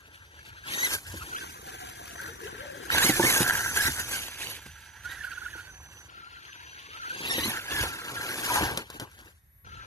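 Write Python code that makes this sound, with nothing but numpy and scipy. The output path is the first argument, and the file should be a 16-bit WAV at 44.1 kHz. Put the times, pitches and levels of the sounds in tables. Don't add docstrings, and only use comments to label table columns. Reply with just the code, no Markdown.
import sys
import numpy as np
from scipy import signal
from scipy.fft import rfft, irfft, next_fast_len
from scipy.io import wavfile
from scipy.ndimage import uniform_filter1d, map_coordinates

SR = 44100
rng = np.random.default_rng(int(sys.argv[2]) if len(sys.argv) > 2 else 0)


def waveform_to_disk(signal):
    frames = np.transpose(np.atleast_2d(signal))
    scaled = np.clip(frames, -1, 1) * 32767
    samples = np.round(scaled).astype(np.int16)
    wavfile.write(sys.argv[1], SR, samples)


N = 434826

# t/s, tooth rate f/Hz, tone level over the rattle/dB
GEAR_MESH = [(0, 564, -16), (.45, 558, -22), (.66, 1624, -6), (.7, 1760, -2), (.74, 1926, -3),
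             (.8, 1860, 7.5), (.85, 2030, 14.5), (.88, 1800, -5), (.92, 1650, -3), (1.0, 1514, 1),
             (1.04, 800, -22), (1.2, 1120, 1), (1.27, 1800, -2), (1.35, 1340, 11), (1.395, 1800, 6.5),
             (1.42, 1560, 3), (1.49, 1350, -6), (1.6, 788, -1.5), (2.17, 700, -4.5), (2.27, 506, -15),
             (2.38, 396, -1.5), (2.46, 423, 4), (2.5, 594, -15), (2.57, 390, -7), (2.62, 590, -3),
             (2.8, 520.6, -2), (2.86, 296, -3), (2.89, 1517, 0), (2.92, 1900, -7), (2.95, 2010, -3),
             (2.962, 1520, 10), (3.015, 1575, 7), (3.03, 1967, 7), (3.085, 2196, 4.5), (3.11, 1840, 4),
             (3.21, 1654, -7), (3.245, 1765, 11), (3.275, 2224, 9), (3.292, 2022, 1), (3.36, 1632, 0),
             (3.75, 1597, -11), (3.81, 1656, 13.5), (3.83, 2020, -2.5), (3.88, 1917, 4), (3.92, 1541, -4),
             (4.09, 1404, -5), (4.13, 1660, 8.5), (4.15, 1550, 4), (4.3, 1373, -37), (4.41, 1049, -9),
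             (4.435, 1850, 13), (4.46, 2320, -15), (4.53, 2240, -1), (4.6, 850, -19), (4.95, 900, -6.5),
             (5.03, 1338, -18), (5.05, 1400, 8), (5.075, 1442, 8), (5.095, 1915, -2), (5.17, 1870, -12),
             (5.213, 1740, 5), (5.24, 1530, 7), (5.48, 1552, 5.5), (5.5, 1900, -13), (5.555, 1492, 9),
             (5.595, 1470, -1), (5.71, 1540, 2), (5.73, 762.4, -8), (6.08, 776, -28), (6.09, 1400, 2),
             (6.25, 1376, 5.5), (6.45, 1397, -5), (6.55, 939, -10), (6.9, 1150, -6.5), (6.98, 1380, 3),
             (7.05, 1367, 7.5), (7.11, 1534, 9), (7.25, 1650, -8), (7.28, 2070, 0), (7.315, 1773, 17.5),
             (7.34, 1815, 8.5), (7.36, 1980, 6), (7.4, 1850, 3.5), (7.47, 2110, 5.5), (7.53, 1660, 2.5),
             (7.6, 1434, -5), (7.715, 1744, 2), (7.79, 1720, 3), (7.86, 1359, 4), (8.05, 1360, -3),
             (8.3, 1410, -2.5), (8.38, 1764, -16), (8.5, 1290, -2.5), (8.85, 862, -28), (9.643, 500, -44),
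             (9.646, 1350, 5.5), (9.86, 1350, 2)]
# f/Hz, width/Hz, level/dB
GEARBOX_MODES = [(2800, 340, -3.5), (3900, 880, 15.5), (6400, 320, 14.5), (11300, 2000, 14.5)]
HOUSING_MODES = [(910, 350, -9.5), (1036, 150, -8.5), (1344, 60, 1), (1601, 126, 7), (1962, 270, -5)]
CHATTER_MODES = [(2666, 270, 0.5), (3180, 270, -1.5)]
# f/Hz, level/dB
RASP_EQ = [(1300, -20), (2200, 1.5), (2750, -1), (3300, -0.5), (4000, -3.5), (4700, -4.5), (5500, -16),
           (6500, -12), (9000, -61.5)]
HISS_EQ = [(3240, -6.5), (5500, -4.5), (6260, -1.5), (6800, -3.5), (8560, -8), (9750, -4.5), (11300, -3),
           (14200, -12.5), (14800, -15.5), (15500, -43)]
def drivetrain(rattle_db, rasp_db, hiss_db):
    teeth_hz, tone_db = curves(GEAR_MESH)
    slip = judder()
    speed = 1 - .085 * slip + .015 * wobble(60) + .018 * wobble(300)
    phase = 2 * np.pi * np.cumsum(teeth_hz * speed) / SR
    load_db = 1.45 * wobble(35) + 0.89 * wobble(120)
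    whine = amp(4 * slip) * unit(amp(1.5 * wobble(30)) * tooth_partial(phase))
    overtones = sum(amp(-1.5 * k + 3 * wobble(40)) * tooth_partial(k * phase) for k in range(2, 7))
    squeal_db = -2.5 + 0.44 * tone_db + 12 * np.log2(teeth_hz / 2000)
    squeal = amp(squeal_db) * unit(resonate(overtones, GEARBOX_MODES))
    rattle = amp(1.2 * wobble(30)) * resonate(grit(1500, spread_db=5, bed=1.5, patchy_db=2), HOUSING_MODES)
    tooth_pulse = 1 + 0.11 * np.sin(phase)
    rasp = coloured(tooth_pulse * grit(400, spread_db=6, bed=2.7, patchy_db=0), RASP_EQ)
    chatter = amp(-5) * unit(resonate(grit(140, spread_db=3, bed=.6, patchy_db=3), CHATTER_MODES))
    hiss = coloured(tooth_pulse * grit(1500, spread_db=3, bed=1.56, patchy_db=2.5), HISS_EQ)
    body = amp(rattle_db - 3.5) * (amp(-2.5 * np.abs(slip)) * unit(rattle) + amp(tone_db) * whine)
    edge = amp(rasp_db - 3) * (rasp + chatter + squeal) + amp(hiss_db - 0.5) * hiss
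    return unit(amp(load_db)) * (body + edge)


def tooth_partial(phase):
    return (1.25 + wobble(120)) * np.sin(phase) + wobble(120) * np.cos(phase)


def judder():
    start_s, slowest_s, end_s, rock_hz = 5.215, 5.285, 5.48, 21.7
    t = np.arange(N) / SR
    return (t > start_s) * (t < end_s) * np.cos(2 * np.pi * rock_hz * (t - slowest_s))


# t/s, rasp level/dB, hiss offset/dB, crunch offset/dB
CRUISE = [(0, -57.5, -7, -1.5), (.6, -54.5, -11, -2.5), (1.03, -65, 7.5, 11.5), (1.07, -48, 3, -7.5),
          (1.34, -47.5, -3.5, -8.5), (1.62, -55.5, 3.5, 5), (1.7, -49, -0.5, 5), (2.24, -50, 0, 5),
          (2.3, -50, -2.5, 5), (2.41, -61, 1, 15.5), (2.63, -52.5, -6.5, -0.5), (2.86, -53, 0.5, 8),
          (2.94, -43, -9, -2), (3.05, -42.5, 3.5, -9.5), (3.95, -48, 7, -26.5), (4.33, -52.5, -3.5, -35),
          (5.03, -57, -3.5, -1.5), (6.08, -59, -3, 3), (6.085, -56, -14, 0), (7.0, -50, -14, -8),
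          (7.6, -46.5, -3, -36), (8.05, -45, -3, 3), (8.45, -44, 1, 7.5), (8.75, -49, -4, 12.5),
          (8.85, -65, -5.5, -24), (9.28, -57.5, 0, 7.5), (9.39, -81.5, 7, -18), (9.643, -86, 1, -3.5),
          (9.646, -55.5, -12, 2), (9.86, -51.5, -15.5, -4)]
# t/s, hold/s, rise/s, fall/s, rasp level/dB, rattle offset/dB, crunch offset/dB
BURSTS = [(.46, 0.012, 0.12, 0.11, -50.5, -19, -30), (0.682, 0.27, 0.046, 0.043, -36, -1, -5),
          (1.36, 0.087, 0.63, 0.23, -47.5, -25, 5.5), (2.235, 0.024, 0.13, 0.2, -50, 14.5, -11),
          (2.48, 0.017, 0.23, 1, -49.5, 7, 7), (2.926, 0.168, 0.038, 0.039, -25.5, -2.5, -3.5),
          (3.22, 0.13, 0.24, 0.36, -29.5, -6, 0.5), (3.458, 0.22, 0.87, 0.2, -42.5, 14.5, 1),
          (3.766, 0.11, 0.059, 0.13, -36.5, 4, -17), (3.991, 0.01, 0.094, 0.027, -40, 8, 1.5),
          (4.12, 0.026, 0.17, 0.39, -35.5, -7, -9), (4.425, 0.068, 0.11, 0.17, -38, -30, -6),
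          (5.052, 0.14, 0.051, 0.15, -49.5, 9.5, -8), (5.239, 0.37, 0.088, .2, -52, 7, -16),
          (6.9, 0.39, 1.4, 0.089, -49.5, -25, -12), (7.04, 0.032, 0.19, 0.32, -54.5, 11.5, -5),
          (7.3, .17, 0.28, 0.26, -32, -12, -3), (7.54, 0.027, 0.037, 0.061, -44.5, 14, -4),
          (7.717, .12, 0.048, 0.21, -32.5, -1, -1), (8.56, 0.076, 0.64, 0.19, -31.5, 1.5, -1.5),
          (8.721, 0.09, 0.15, 0.042, -43.5, 3, 6.5), (8.945, 0.031, 0.065, 0.015, -47.5, 2.5, 6.5),
          (9.006, 0.0174, 0.013, 0.057, -44, 4, 10.5)]
RAMP_DB = 20
def throttle():
    t = np.arange(0, N / SR + .001, .001)
    times, *columns = np.transpose(CRUISE)
    cruise_db, hiss_offset, tyre_offset = (np.interp(t, times, column) for column in columns)
    start, hold, rise, fall, burst_db, rattle_offset, crunch_offset = np.transpose(BURSTS)[..., None]
    shape_db = swell(start, hold, RAMP_DB / rise, RAMP_DB / fall, t)

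    def power_sum(bed_db, peaks_db):
        return 10 * np.log10(amp(bed_db) ** 2 + np.sum(amp(peaks_db + shape_db) ** 2, axis=0))

    rattle = power_sum(cruise_db + 4.5, burst_db + rattle_offset)
    rasp = power_sum(cruise_db, burst_db)
    hiss = rasp + hiss_offset + 0.5 * (1 - amp(cruise_db - rasp))
    crunch = power_sum(cruise_db + tyre_offset, burst_db + crunch_offset)
    return curves(np.transpose([t, rattle, rasp, hiss, crunch]))


# f/Hz, level/dB
CRUNCH_EQ = [(70, -36), (120, -2), (220, -8), (320, -1.5), (480, -5), (650, -10), (900, -3.5), (1200, -5.5),
             (2200, -62.5)]
def tyres(crunch_db):
    crunch = coloured(grit(150, spread_db=-0.5, bed=1.65, patchy_db=2.5), CRUNCH_EQ)
    return amp(crunch_db - 5.5 + 0.91 * wobble(25)) * crunch


# t/s, level/dB
WHISTLE_LEVEL = [(0, -71.5), (.65, -66), (.8, -37), (1.03, -73), (1.38, -50), (1.6, -62), (2.3, -55.5),
                 (2.9, -66), (3.33, -32.5), (3.5, -43.5), (4.2, -50.5), (4.6, -60), (5.68, -61),
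                 (5.71, -56), (6.07, -56.5), (6.12, -98), (6.5, -59), (7.2, -61), (7.35, -100),
                 (9.644, -102), (9.648, -67), (9.86, -66)]
WHISTLE_HZ, HZ_PER_OCTAVE, CRAWL_MESH_HZ = 6030, 105, 790
def speed_controller():
    db, = curves(WHISTLE_LEVEL)
    octaves = uniform_filter1d(np.log2(curves(GEAR_MESH)[0] / CRAWL_MESH_HZ), size=1500)
    fast = np.clip(octaves / 1.2, 0, 1) ** 3
    hz = WHISTLE_HZ + HZ_PER_OCTAVE * octaves + 8 * wobble(15) + (18 + 130 * fast) * wobble(200)
    flicker_db = (2 + 1.5 * fast) * wobble(15)
    return np.sqrt(2) * amp(db + flicker_db) * np.sin(2 * np.pi * np.cumsum(hz) / SR)


# t/s, level/dB, thud offset/dB
KNOCKS = [(1.1388, -15.5, -15), (2.7994, -27, -7), (2.92, -19.5, -23), (3.0462, -13.5, -5),
          (3.0934, -21.5, 10), (3.195, -12, 3), (3.236, -15, 3.5), (3.405, -21.5, 8.5), (3.8797, -12, -6.5),
          (4.66, -15, -21), (5.5512, -40.5, 3), (7.38, -25, 5), (7.4517, -16.5, -7), (7.475, -10, -12),
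          (7.8329, -14.5, -6.5), (8.627, -37, 13), (9.0167, -40, -10), (9.034, -44, -12)]
TWIG_SNAPS = [(2.2618, -19, -34), (4.283, -16, -34), (8.774, -2.5, -24), (8.9014, -15, -43),
              (8.9983, -10.5, -45), (9.19, -28.5, -18), (9.21, -31, -20)]
# f/Hz, level/dB, t60/s
CHASSIS_MODES = [(131.3, -10, 0.17), (187, 1.5, 0.036), (240, -3, 0.075), (324, 0.5, 0.065),
                 (521, 1, 0.035), (670, -11.5, 0.021), (950, -6.5, 0.066), (1526, -13, 0.066)]
KNOCK_RISE_S, SNAP_RISE_S = .004, .0002
def knocks_and_snaps():
    cracks, thuds = np.zeros((2, N + SR))
    t = np.arange(SR // 8) / SR
    decay = amp(-60 * t / 0.046) + amp(2 - 60 * t / 0.008)
    for hits, rise in (KNOCKS, KNOCK_RISE_S), (TWIG_SNAPS, SNAP_RISE_S):
        for start, db, thud_db in hits:
            span = slice(round(start * SR), round(start * SR) + len(t))
            cracks[span] += amp(db - 15.5) * decay * (1 - np.exp(-t / rise)) * rng.standard_normal(len(t))
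            ring = 0
            for hz, mode_db, t60 in CHASSIS_MODES:
                envelope = amp(mode_db + rng.normal(0, 4.5) - 60 * t / t60)
                detune = amp(rng.normal(0, 0.51))
                ring += envelope * np.sin(2 * np.pi * hz * detune * t)
            thuds[span] += amp(db + thud_db - 5.5) * ring * (1 - np.exp(-t / 0.002))
    cracks = signal.lfilter([.4], [1, -.65], cracks[:N])
    cracks = filtered(cracks, lambda hz: 1j * hz / (300 + 1j * hz) / (1 + (hz / 14200) ** 16))
    return cracks + filtered(thuds[:N], lambda hz: (1j * hz / (90 + 1j * hz)) ** 2)


# t/s, level/dB
GEAR_CLACKS = [(2.9018, -13.5), (3.463, -15.5), (3.4765, -21), (3.4968, -11), (3.5069, -12),
               (3.5522, -17.5), (3.6003, -23.5), (3.7624, -19.5), (3.8055, -28), (4.069, -48)]
def gear_clacks():
    pulse = np.hanning(40) * np.sin(2 * np.pi * 1600 * np.arange(40) / SR)
    pushes = np.zeros(N)
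    for start, db in GEAR_CLACKS:
        pushes[round(start * SR):][:len(pulse)] += amp(db + 9.5) * pulse
    return resonate(pushes, HOUSING_MODES)


# t/s, hold/s, level/dB
SCRAPES = [(8.522, 0.072, -30)]
# f/Hz, width/Hz, level/dB
SHELL_MODES = [(895, 180, 10), (1014, 140, 6.5)]
def shell_scrape():
    start, hold, db = np.transpose(SCRAPES)[..., None]
    shape_db = swell(start, hold, rise_db_s=382.5, fall_db_s=161, t=np.arange(N) / SR)
    ring = unit(resonate(grit(440, spread_db=-0.5, bed=1, patchy_db=4.5), SHELL_MODES))
    return amp(np.max(db + shape_db, axis=0) + 5.5) * ring


# harmonic number, level/dB
SERVO_HARMONICS = [(3, -80), (5, -80), (6, -88), (10, -88), (30, -85), (31, -80), (32, -82)]
def servo(pulse_hz=368.4, start_s=9.3, end_s=9.643):
    t = np.arange(N) / SR
    buzz = sum(amp(db + 6.5 * wobble(5.5)) * np.sin(2 * np.pi * k * pulse_hz * t + rng.uniform(0, 2 * np.pi))
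               for k, db in SERVO_HARMONICS)
    return amp(4) * buzz * (t > start_s) * (t < end_s)


# t/s, left lead/samples, left-over-right level/dB
PAN_PATH = [(0, 10.5, 2), (.75, 11.5, 2), (.93, 7, -.5), (1.3, 11.5, 1.5), (1.4, 21, 0), (2.85, 24, 4),
            (2.92, 5.5, -2.5), (4.1, 6, -1.5), (5.1, -0.5, -6), (6.08, -7.5, -4), (6.085, 15.5, 3.5),
            (7, 13.5, 1.5), (7.4, 9, 0), (7.55, 5.5, -1), (8.9, 9, 2), (9.64, 10, 4), (9.646, 13.5, 4),
            (9.86, 15.5, 3.5)]
# f/Hz, before CUT_S/rad, after it/rad
TREBLE_LEAD = [(5500, 5.5, 6.3), (7000, 6.3, 5.3), (8300, 6.3, 3), (9800, 6.3, 0), (13600, 6.3, 0),
               (14300, 3.2, -3.1)]
# f/Hz, share of random phase
SCATTER = [(100, 0.04), (500, 0.24), (2000, 0.2), (5000, 0.5), (8000, 0.38), (13000, 0.2)]
CUT_S = 6.083
def pan(x, scattered):
    hz, t, spectrum = signal.stft(x, SR, nperseg=512, noverlap=384)
    times, lead, pan_db = np.transpose(PAN_PATH)
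    treble_hz, *leads = np.transpose(TREBLE_LEAD)
    early, late = (np.interp(hz, treble_hz, column)[:, None] for column in leads)
    delay_phase = 2 * np.pi * hz[:, None] * np.interp(t, times, lead) / SR
    phase = np.where(hz[:, None] > treble_hz[0], np.where(t < CUT_S, early, late), delay_phase)
    phase += scattered * np.pi * along(SCATTER, hz)[:, None] * blotches(spectrum.shape, bins=4, frames=10)
    shade_db = np.interp(t, times, pan_db) * np.interp(hz, [3000, 7000], [1, .3])[:, None]
    half = amp(shade_db / 2) * np.exp(.5j * phase)
    return signal.istft(np.array([spectrum * half, spectrum / half]), SR, nperseg=512, noverlap=384)[1][:, :N]


# t/s, level/dB
TRAFFIC_LEVEL = [(0, -59), (1.0, -55.5), (2.8, -56), (3.55, -47.5), (3.9, -47.5), (4.3, -54.5), (6.07, -55),
                 (6.1, -62.5), (8.9, -57), (9.635, -62.5), (9.655, -48.5), (9.86, -51)]
LANDINGS = [(1.147, -40.5), (2.95, -42), (3.86, -39), (7.399, -45), (7.81, -39), (8.19, -46.5),
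            (8.651, -36.5)]
# f/Hz, level/dB
RUMBLE_EQ = [(28, -66), (47, -7), (75, -1.5), (94, -4), (125, -10.5), (220, -25.5), (290, -60.5),
             (480, -120)]
def rumble():
    start, db = np.transpose(LANDINGS)[..., None]
    thumps_db = db + swell(start, hold=0, rise_db_s=126, fall_db_s=109, t=np.arange(N) / SR)
    level_db = np.maximum(curves(TRAFFIC_LEVEL)[0], thumps_db.max(axis=0))
    mid, side = coloured(rng.standard_normal((2, N)), RUMBLE_EQ)
    return amp(level_db + 2.2 * wobble(28)) * (mid + amp(-16.5) * np.outer([1, -1], side))


# f/Hz, level/dB
HUSH_EQ = [(88, -46.5), (150, -7), (1250, -15.5), (1870, -4), (3150, -27), (8750, -23), (9450, -8.5),
           (11500, -36.5), (15000, -49.5)]
def woodland_hush():
    return amp(-71.5) * coloured(rng.standard_normal((2, N)), HUSH_EQ)


def amp(db):
    return 10 ** (np.asarray(db) / 20)


def unit(x):
    return x / np.sqrt(np.mean(x ** 2) + 1e-20)


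def along(points, hz):
    f, values = np.transpose(points)
    return np.interp(np.log(hz + 1), np.log(f + 1), values)


def curves(table):
    times, *columns = np.transpose(table)
    return [np.interp(np.arange(N) / SR, times, column) for column in columns]


def swell(start, hold, rise_db_s, fall_db_s, t):
    return -rise_db_s * np.clip(start - t, 0, None) - fall_db_s * np.clip(t - start - hold, 0, None)


def wobble(rate):
    return map_coordinates(rng.standard_normal(int(N * rate / SR) + 4), [np.arange(N) * rate / SR])


def blotches(shape, bins, frames):
    field = uniform_filter1d(rng.standard_normal(shape), size=bins, axis=0)
    return unit(uniform_filter1d(field, size=frames, axis=1))


def grit(rate, spread_db, bed, patchy_db):
    clicks = (rng.random(N) < rate / SR) * amp(spread_db * rng.standard_normal(N)) * rng.standard_normal(N)
    spectrum = signal.stft(unit(clicks) + bed * rng.standard_normal(N), nperseg=256)[2]
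    gain = amp(patchy_db * blotches(spectrum.shape, bins=3, frames=6))
    return signal.istft(spectrum * gain, nperseg=256)[1][:N]


def filtered(x, response):
    size = next_fast_len(N + SR // 2)
    return irfft(rfft(x, size) * response(np.fft.rfftfreq(size, 1 / SR)), size)[..., :N]


def coloured(x, eq):
    return unit(filtered(x, lambda hz: amp(along(eq, hz))))


def resonate(x, modes):
    return filtered(x, lambda hz: sum((-1) ** k * amp(db) * 1j * hz * width / (f*f - hz*hz + 1j * hz * width)
                                      for k, (f, width, db) in enumerate(modes)))


def scene():
    hits = pan(knocks_and_snaps() + gear_clacks(), scattered=0)
    rattle_db, rasp_db, hiss_db, crunch_db = throttle()
    car = drivetrain(rattle_db, rasp_db, hiss_db) + tyres(crunch_db)
    car += speed_controller() + shell_scrape() + servo()
    return pan(car, scattered=1) + hits + rumble() + woodland_hush()


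def record(dry):
    return filtered(dry, lambda hz: hz < 15725)


dry = scene()
out = record(dry)
waveform_to_disk(out)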